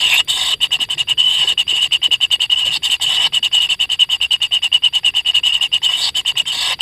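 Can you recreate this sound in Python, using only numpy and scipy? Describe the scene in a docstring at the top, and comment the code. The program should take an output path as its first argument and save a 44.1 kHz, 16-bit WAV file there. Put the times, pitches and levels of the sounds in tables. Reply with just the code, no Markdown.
"""Nestlings beg close by in an earth burrow: short hoarse whistles about ten a second, some drawn out into rasping
squeals. Each call is a wavering whistle tone plus bursts of noise ringing resonances; one squeal cracks into a croak.
Underneath lie thumps of prey handed over by a parent and a soil rustle as the birds shuffle (shaped noise),
rumble and hiss from outside (filtered noise) and faint insects (narrow noise bands)."""
import sys
import numpy as np
from scipy import signal
from scipy.fft import rfft, irfft
from scipy.io import wavfile
from scipy.ndimage import uniform_filter1d, minimum_filter1d

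SR = 44100
rng = np.random.default_rng(int(sys.argv[2]) if len(sys.argv) > 2 else 0)


def unload_audio(sound):
    """Save the sound as a 16-bit wav file, at the path given as the first command line argument."""
    columns = np.transpose(np.atleast_2d(sound))
    # keep every value between -1 and 1, then stretch to whole-number steps
    steps = np.round(np.clip(columns, -1, 1) * 32767)
    wavfile.write(sys.argv[1], SR, steps.astype(np.int16))


N = 300321
TIME = np.arange(N) / SR
TYPICAL_RASP_DB = -24  # reference for how air and fizz follow the rasp


def gain_of(db):
    """Amplitude factor of a level in dB."""
    return 10 ** (np.asarray(db) / 20)


def evened(x):
    """Scales to unit RMS."""
    return x / np.sqrt(np.mean(abs(x) ** 2) + 1e-20)


def smooth(x, corner_hz):
    """Two one-pole low-passes in a row."""
    pole = np.exp(-2 * np.pi * corner_hz / SR)
    return signal.lfilter([(1 - pole) ** 2], [1, -2 * pole, pole * pole], x)


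def complex_noise(n):
    """White noise in both real and imaginary parts."""
    return rng.standard_normal(n) + 1j * rng.standard_normal(n)


def wander(rate_hz):
    """Unit-RMS complex noise that changes about rate_hz times a second."""
    return evened(smooth(complex_noise(N), rate_hz))


def fade(db):
    """Gain along a dB track, its corners rounded."""
    return smooth(gain_of(db), 470)


def warble(pitch_hz, envelope):
    """A carrier along a pitch track, shaped by a complex envelope."""
    carrier = np.exp(2j * np.pi * np.cumsum(pitch_hz) / SR)
    return np.sqrt(2) * (envelope * carrier).real


def ring(drive, modes, stretch=1):
    """Noise through steep resonances, scaled by stretch; each drifts in phase and slightly in strength."""
    out = 0
    clock_s = np.cumsum(stretch * np.ones(N)) / SR
    for mode_hz, width_hz, db in modes:
        turn = np.exp(2j * np.pi * mode_hz * clock_s)
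        drift = wander(14.2)
        band = smooth(drive / turn, width_hz)  # shifted to 0 Hz, filtered, shifted back
        out = out + gain_of(db) * (turn * band * drift / abs(drift) ** 0.93).real
    return evened(out)


def outside():
    """Steady rumble and hiss as shaped noise; insect song as narrow bands of noise."""
    # outside air spectrum, relative: freq_hz, density_db
    air_spectrum = [(20, -20), (55, 0), (110, -3.5), (150, -10.5), (250, -16.5), (450, -33), (800, -31),
                    (2000, -24.5), (3500, -16), (6000, -42), (10000, -25.5), (16000, -39)]
    # insect bands: center_hz, width_hz, level_db
    insects = [(4690, 71, -48.5), (11500, 150, -67)]
    freq_hz, density_db = np.transpose(air_spectrum)
    bin_hz = np.fft.rfftfreq(N, 1 / SR)
    shape_db = np.interp(np.log(bin_hz + 1), np.log(freq_hz), density_db)
    wash = irfft(rfft(rng.standard_normal(N)) * gain_of(shape_db), N)
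    song = 0
    for center_hz, width_hz, db in insects:
        song = song + gain_of(db) * (wander(width_hz) * np.exp(2j * np.pi * center_hz * TIME)).real
    return gain_of(-48) * evened(wash) + song


def shuffle():
    """Birds shuffle on the soil: lumpy noise rings two low resonances."""
    # rustle level: time_s, level_db
    rustle_levels = [(0.0, -41.5), (0.17, -46.5), (1.71, -48.5), (2.6, -56.5), (2.65, -42), (2.98, -62),
                     (3.03, -45.5), (4.15, -56), (6.81, -49.5)]
    time_s, level_db = np.transpose(rustle_levels)
    lumpy = rng.standard_normal(N) * abs(wander(22.5)) ** .5
    rustle = ring(lumpy, [(139.0, 28.6, 2.5), (355, 135, -7.0)])  # mode_hz, width_hz, relative dB
    return gain_of(np.interp(TIME, time_s, level_db)) * rustle


def knocks():
    """Prey thumps and random scuffs on loose soil as decaying noise bands; a grain of soil ticks."""
    # soft thumps: start_s, level_db (before a 4 dB lift), center_hz
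    thumps = [(0.537, -35.5, 427), (0.791, -37.5, 279), (1.442, -34, 408), (1.522, -41, 490),
              (1.724, -33, 437), (2.081, -33.5, 333.5), (2.66, -32, 580), (2.765, -37, 350)]
    # soil grain tick: start_s, level_db
    grit = [(.2473, -30)]
    out = np.zeros(N + 4000)
    t = np.arange(4000) / SR
    scuffs = rng.random((40, 3)) * [N / SR, 8, 300] + [0, -52, 220]  # same columns as thumps
    for start_s, db, center_hz in [*thumps, *scuffs]:
        puff = (smooth(complex_noise(len(t)), 93) * np.exp(2j * np.pi * center_hz * t)).real
        decay = gain_of(db + 4 - 60 * t / .07)  # 60 dB in 70 ms
        attack = np.minimum(t / .003, 1)
        out[round(start_s * SR):][:len(t)] += decay * attack * evened(puff)
    for start_s, db in grit:
        tick = np.diff(rng.standard_normal(len(t) + 2), 2) / 2  # treble-heavy noise
        out[round(start_s * SR):][:len(t)] += gain_of(db - 60 * t / 0.013) * tick
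    return out[:N]


def burrow(x):
    """A very short earthy tail: sparse random taps that decay 60 dB in 68 ms."""
    t = np.arange(3000) / SR
    taps = rng.choice([-1., 1.], len(t)) * (rng.random(len(t)) < .1) * gain_of(-60 * t / 0.068)
    return signal.oaconvolve(x, taps / np.linalg.norm(taps))[:N]


def croak():
    """A squeal cracks: a rough low band swells, with a faint, brief 11.7 kHz noise band on top."""
    # croak and high band: time_s, croak_db, croak_hz, high_band_db
    crack = [(0.09, -34, 2490, -45), (0.111, -30, 2453, -39), (0.126, -9.5, 2396, -46),
             (0.144, -17, 2500, -24), (0.18, -40, 2500, -60)]
    time_s, croak_db, croak_hz, high_band_db = np.transpose(crack)
    inside = (TIME >= time_s[0]) & (TIME < time_s[-1])
    low_track_db = np.where(inside, np.interp(TIME, time_s, croak_db), -120)
    high_track_db = np.where(inside, np.interp(TIME, time_s, high_band_db), -120)
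    low = fade(low_track_db) * warble(np.interp(TIME, time_s, croak_hz), wander(160))
    return low + fade(high_track_db) * warble(np.full(N, 11700), wander(300))


def note(start_s, lag_s, length_s, whistle_db, whistle_hz, rasp_db):
    """A short note, its effort topping early, as (times, values) of whistle, Hz, rasp, gape, fizz, air."""
    # whistle shape: share of its length, offset_db, bend_hz
    whistle_arch = [(0, -16, -85), (.045, -1, 0), (.25, -2.5, 60.5), (.7, 0.9, 0), (.9, -1.5, -55),
                    (1, -16.5, -100)]
    # turbulence over rasp_db, in dB, at: air start, whistle start, effort peak, just before end, end
    rasp_swell = [-26, -15.5, 1.5, -17, -13]
    gape_swell = [-38, -22, -11.5, -23, -15]
    fizz_swell = [-64, -18.5, -3.5, -18, -40]
    # airflow over air_db, in dB, at: start, pop, dip, effort peak, just before end, end
    air_swell = [-2, 3, -6.5, 2, -2, -4]
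    pop_s, close_s, edge_db = 0.0032, 0.0061, -22
    whistle_s, peak_s, end_s = start_s + lag_s, start_s + 0.39 * length_s, start_s + length_s
    share, arch_db, bend_hz = np.transpose(whistle_arch)
    arch_s = whistle_s + (end_s - 0.011 - whistle_s) * share  # the whistle stops 11 ms before the air
    whistle_times = [start_s, *arch_s, end_s]
    swell_times = [start_s, whistle_s, peak_s, end_s - close_s, end_s]
    air_times = [start_s, start_s + pop_s, start_s + 2 * pop_s, peak_s, end_s - close_s, end_s]
    air_db = -35 + 0.31 * (rasp_db - TYPICAL_RASP_DB)  # airflow follows the rasp only a little
    return [(whistle_times, whistle_db + np.array([edge_db, *arch_db, edge_db])),
            (whistle_times, whistle_hz + np.pad(bend_hz, 1, "edge")),
            (swell_times, rasp_db + np.array(rasp_swell)),
            (swell_times, rasp_db + np.array(gape_swell)),
            (swell_times, rasp_db + np.array(fizz_swell)),
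            (air_times, air_db + np.array(air_swell))]


def squeal(rows):
    """A drawn-out note as the same six tracks, ending in a quick release."""
    time_s, whistle_db, pitch_hz, rasp_db, gape_db, air_db = np.transpose([*rows, rows[-1]])
    release = np.arange(len(time_s)) == len(rows)  # true at the added last point
    drop_db = -20.5 * release
    times = time_s + 0.012 * release
    fizz_db = -31.5 + 0.52 * (rasp_db - TYPICAL_RASP_DB)  # fizz follows the rasp by about half
    return [(times, whistle_db + drop_db), (times, pitch_hz), (times, rasp_db + drop_db),
            (times, gape_db + drop_db), (times, fizz_db + drop_db), (times, air_db + drop_db)]


def controls():
    """Tracks of whistle dB, Hz and rasp, gape, fizz, air dB; where calls overlap the louder counts."""
    # short notes: air_start_s, whistle_lag_s, length_s, whistle_db, whistle_hz, rasp_db
    notes = [(0.274, 0.0086, .072, -17.5, 2980, -17.5), (0.603, 0.0074, 0.069, -11.5, 2916, -19.5),
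             (.706, .010, 0.066, -12, 2915, -21), (0.788, .013, .065, -14, 2915, -22),
             (0.887, 0.011, 0.067, -15.5, 2940, -24.5), (.972, 0.0076, .062, -14.5, 2875, -21.5),
             (1.071, .013, 0.067, -9.5, 2915, -23.5), (1.172, 0.0045, 0.066, -9.5, 2940, -26.5),
             (1.459, .012, 0.08, -13, 2916, -21.5), (1.573, 0.0033, .059, -11, 2886, -22),
             (1.667, 0.0092, 0.079, -14, 2895, -25), (1.731, 0.0013, 0.088, -13, 2880, -26.5),
             (1.801, .004, 0.076, -10.5, 2940, -22.5), (1.909, 0.0096, 0.064, -9, 2906, -20),
             (2.016, .011, 0.064, -9.5, 2944, -23), (2.107, .005, 0.057, -10, 2913, -21.5),
             (2.203, .007, 0.064, -11, 2910, -23.5), (2.302, .009, 0.061, -10.5, 2924, -20),
             (2.394, .008, 0.069, -9.5, 2920, -23), (2.495, .003, 0.065, -10, 2914, -27),
             (2.554, 0.0036, 0.1, -15, 2920, -27.5), (2.635, .008, 0.076, -14, 2890, -24.5),
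             (2.821, 0.0093, 0.075, -16.5, 2920, -18.5), (2.891, 0.0057, 0.076, -12, 2886, -20.5),
             (2.997, 0.013, .072, -17.5, 2975, -18), (3.322, 0.0092, 0.072, -10, 2914, -22.5),
             (3.425, .002, 0.059, -11.5, 2910, -22.5), (3.513, .011, .093, -11, 2920, -23),
             (3.587, .014, 0.09, -12.5, 2896, -24), (3.687, 0.0025, 0.065, -12, 2900, -22),
             (3.791, 0.0082, .067, -11, 2905, -24), (3.891, .008, .070, -13, 2934, -24.5),
             (3.989, 0.0042, 0.061, -7.5, 2927, -23), (4.089, 0.0084, 0.08, -12, 2927, -25.5),
             (4.202, 0.0098, 0.066, -11.5, 2886, -25), (4.305, 0.0025, 0.061, -10, 2903, -24.5),
             (4.402, 0.014, 0.07, -12, 2890, -24.5), (4.509, 0.0089, 0.083, -10, 2924, -26.5),
             (4.618, 0.0049, 0.062, -11.5, 2880, -24), (4.716, 0.0098, 0.066, -7, 2912, -26.5),
             (4.821, 0.013, 0.068, -7.5, 2924, -26), (4.925, .009, 0.074, -13.5, 2944, -25),
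             (5.032, 0.012, 0.074, -10, 2886, -24), (5.138, .010, 0.077, -12.5, 2903, -26),
             (5.246, .012, .075, -10.5, 2913, -26), (5.332, 0.011, .069, -9, 2880, -23),
             (5.43, 0.0029, 0.094, -10, 2890, -26), (5.511, 0.0092, 0.079, -11, 2900, -26),
             (5.595, 0.014, 0.081, -13, 2890, -23), (5.716, .010, 0.069, -10, 2892, -24),
             (5.817, 0.0086, 0.079, -13.5, 2970, -23), (6.143, .007, 0.075, -16, 2955, -21),
             (6.249, 0.0089, 0.074, -12, 2933, -22), (6.354, 0.013, .070, -11, 2880, -21),
             (6.453, .008, .075, -18, 2990, -24), (6.789, 0.016, .070, -10, 2950, -19.5)]
    # squeals, one curve each: time_s, whistle_db, whistle_hz, rasp_db, gape_db, air_db
    squeals = [
        [(0, -13.5, 2890, -26.5, -22, -28.5), (.058, -12.5, 2900, -20.5, -37, -28.5),
         (.118, -18, 2720, -18.5, -34, -28), (.164, -7.5, 2743, -23, -29, -25.5),
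         (.178, -17, 2780, -18, -37, -37), (.205, -10, 2860, -20, -32, -18.5)],
        [(.33, -22.5, 3000, -20, -36, -48), (.378, -24, 2934, -21.5, -33, -27), (.52, -21, 2960, -19, -31, -29),
         (.538, -10.5, 2930, -25.5, -28.5, -27.5)],
        [(1.228, -15, 2980, -38.5, -55, -37), (1.29, -13, 3000, -29, -55, -36),
         (1.342, -16.5, 3000, -24.5, -40, -34.5), (1.434, -10.5, 2910, -27.5, -38, -28.5),
         (1.456, -30.5, 2920, -38, -37, -33.5), (1.525, -25, 2880, -27, -37, -28)],
        [(2.705, -15, 2890, -44, -53, -34), (2.736, -21.5, 2880, -18.5, -28.5, -35.5),
         (2.77, -17, 2870, -26, -18, -27.5)],
        [(3.062, -14.5, 2950, -29, -40, -38), (3.111, -16, 2975, -25.5, -42, -26.5),
         (3.162, -19.5, 2950, -20, -36, -30), (3.187, -11, 2910, -38, -46, -28.5),
         (3.219, -19, 2970, -20, -40, -25.5), (3.257, -10.5, 2950, -25, -33, -25),
         (3.27, -21, 2930, -24.5, -23, -22.5)],
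        [(5.885, -11, 2930, -42.5, -48, -30), (5.923, -25, 2916, -22, -41, -30.5),
         (5.937, -10.5, 2953, -33, -39, -35), (5.991, -27.5, 3020, -21.5, -35, -31),
         (6.045, -25.5, 2960, -20, -19.5, -32), (6.093, -22, 2910, -19, -27, -28)],
        [(6.518, -10, 2930, -25, -32, -38), (6.536, -32.5, 2890, -24.5, -28, -32),
         (6.616, -25, 2910, -21, -23.5, -27), (6.724, -18, 2930, -20, -36, -22),
         (6.738, -17.5, 2950, -36, -22.5, -25)],
    ]
    tracks = np.full((6, N), -120.)
    tracks[1] = 2900  # Hz
    for call in [note(*row) for row in notes] + [squeal(rows) for rows in squeals]:
        times = call[0][0]
        span = slice(round(times[0] * SR), round(times[-1] * SR))
        new = np.array([np.interp(TIME[span], *track) for track in call])
        old = tracks[:, span]
        pitch_hz = np.where(new[0] > old[0], new[1], old[1])
        tracks[:, span] = np.maximum(new, old)
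        tracks[1, span] = pitch_hz
    return tracks


def chicks():
    """A wavering whistle over chaotic flutter of the syrinx; the windpipe resonances move with the pitch."""
    # resonances (air: windpipe and burrow): mode_hz, width_hz, relative level_db
    air_modes = [(558, 136, -4), (771.5, 78, 6.5), (1011, 124, 8.5), (1293, 60, 0), (1687, 54, 7.5),
                 (1989, 100, 11.5), (2287, 87, 7), (2720, 48, 14), (5184, 210, 4.5)]
    rasp_modes = [(3220, 160, -7.5), (3480, 55, -2), (3655, 159, -0.5)]
    gape_modes = [(3850, 150, -2), (4404, 300, 3.5), (4690, 430, 0)]
    fizz_modes = [(6620, 460, -4.5), (7344, 320, 1.5), (7853, 132, 5.5), (7983, 410, 1), (9120, 190, -5),
                  (10050, 550, -8), (11700, 480, -14.5), (12730, 1600, -15.5), (14600, 3000, -26)]
    whistle_db, pitch_hz, rasp_db, gape_db, fizz_db, air_db = controls()
    # a strong rasp breaks up the whistle
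    rough = np.clip(smooth((rasp_db - whistle_db + 23.0) / 16, 54), .05, 1)
    body = np.sqrt(1 - rough) * wander(46.0) + np.sqrt(rough) * wander(111.4)
    size = abs(body) + 1e-9
    # a self-driven tone cannot swell far but slips in phase
    body = evened(body / size * np.tanh(size / 1.8))
    flaps = (rng.random(N) < 2500 / SR) * rng.standard_normal(N)  # irregular membrane snaps, 2500 a second
    drive = evened(flaps) + 2.2 * rng.standard_normal(N)
    drive = drive * abs(wander(65)) ** 0.27  # uneven bursts
    stretch = (pitch_hz / 2930) ** .3
    voice = fade(whistle_db) * warble(pitch_hz, body)
    layers = (rasp_db, rasp_modes), (gape_db, gape_modes), (fizz_db, fizz_modes), (air_db, air_modes)
    for db, modes in layers:
        voice = voice + fade(db) * ring(drive, modes, stretch)
    return voice


def scene():
    """Voices with their burrow tail over the background; the two channels differ only slightly."""
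    voice = chicks() + croak()
    mid = voice + gain_of(-15) * burrow(voice) + knocks() + shuffle() + outside()
    side = gain_of(-47.0) * burrow(mid)
    return np.array([mid + side, mid - side])


def record(dry):
    """A quick limiter holds peaks above 0.8; then a low-pass at 15480 Hz."""
    peak = uniform_filter1d(-minimum_filter1d(-abs(dry).max(0), size=121), size=61)
    held = dry / np.maximum(peak / .8, 1) ** .8
    low_pass = signal.firwin(511, 15480, window=("kaiser", 9), fs=SR)
    return signal.oaconvolve(held, low_pass[None], "same")


dry = scene()
out = record(dry)
unload_audio(out)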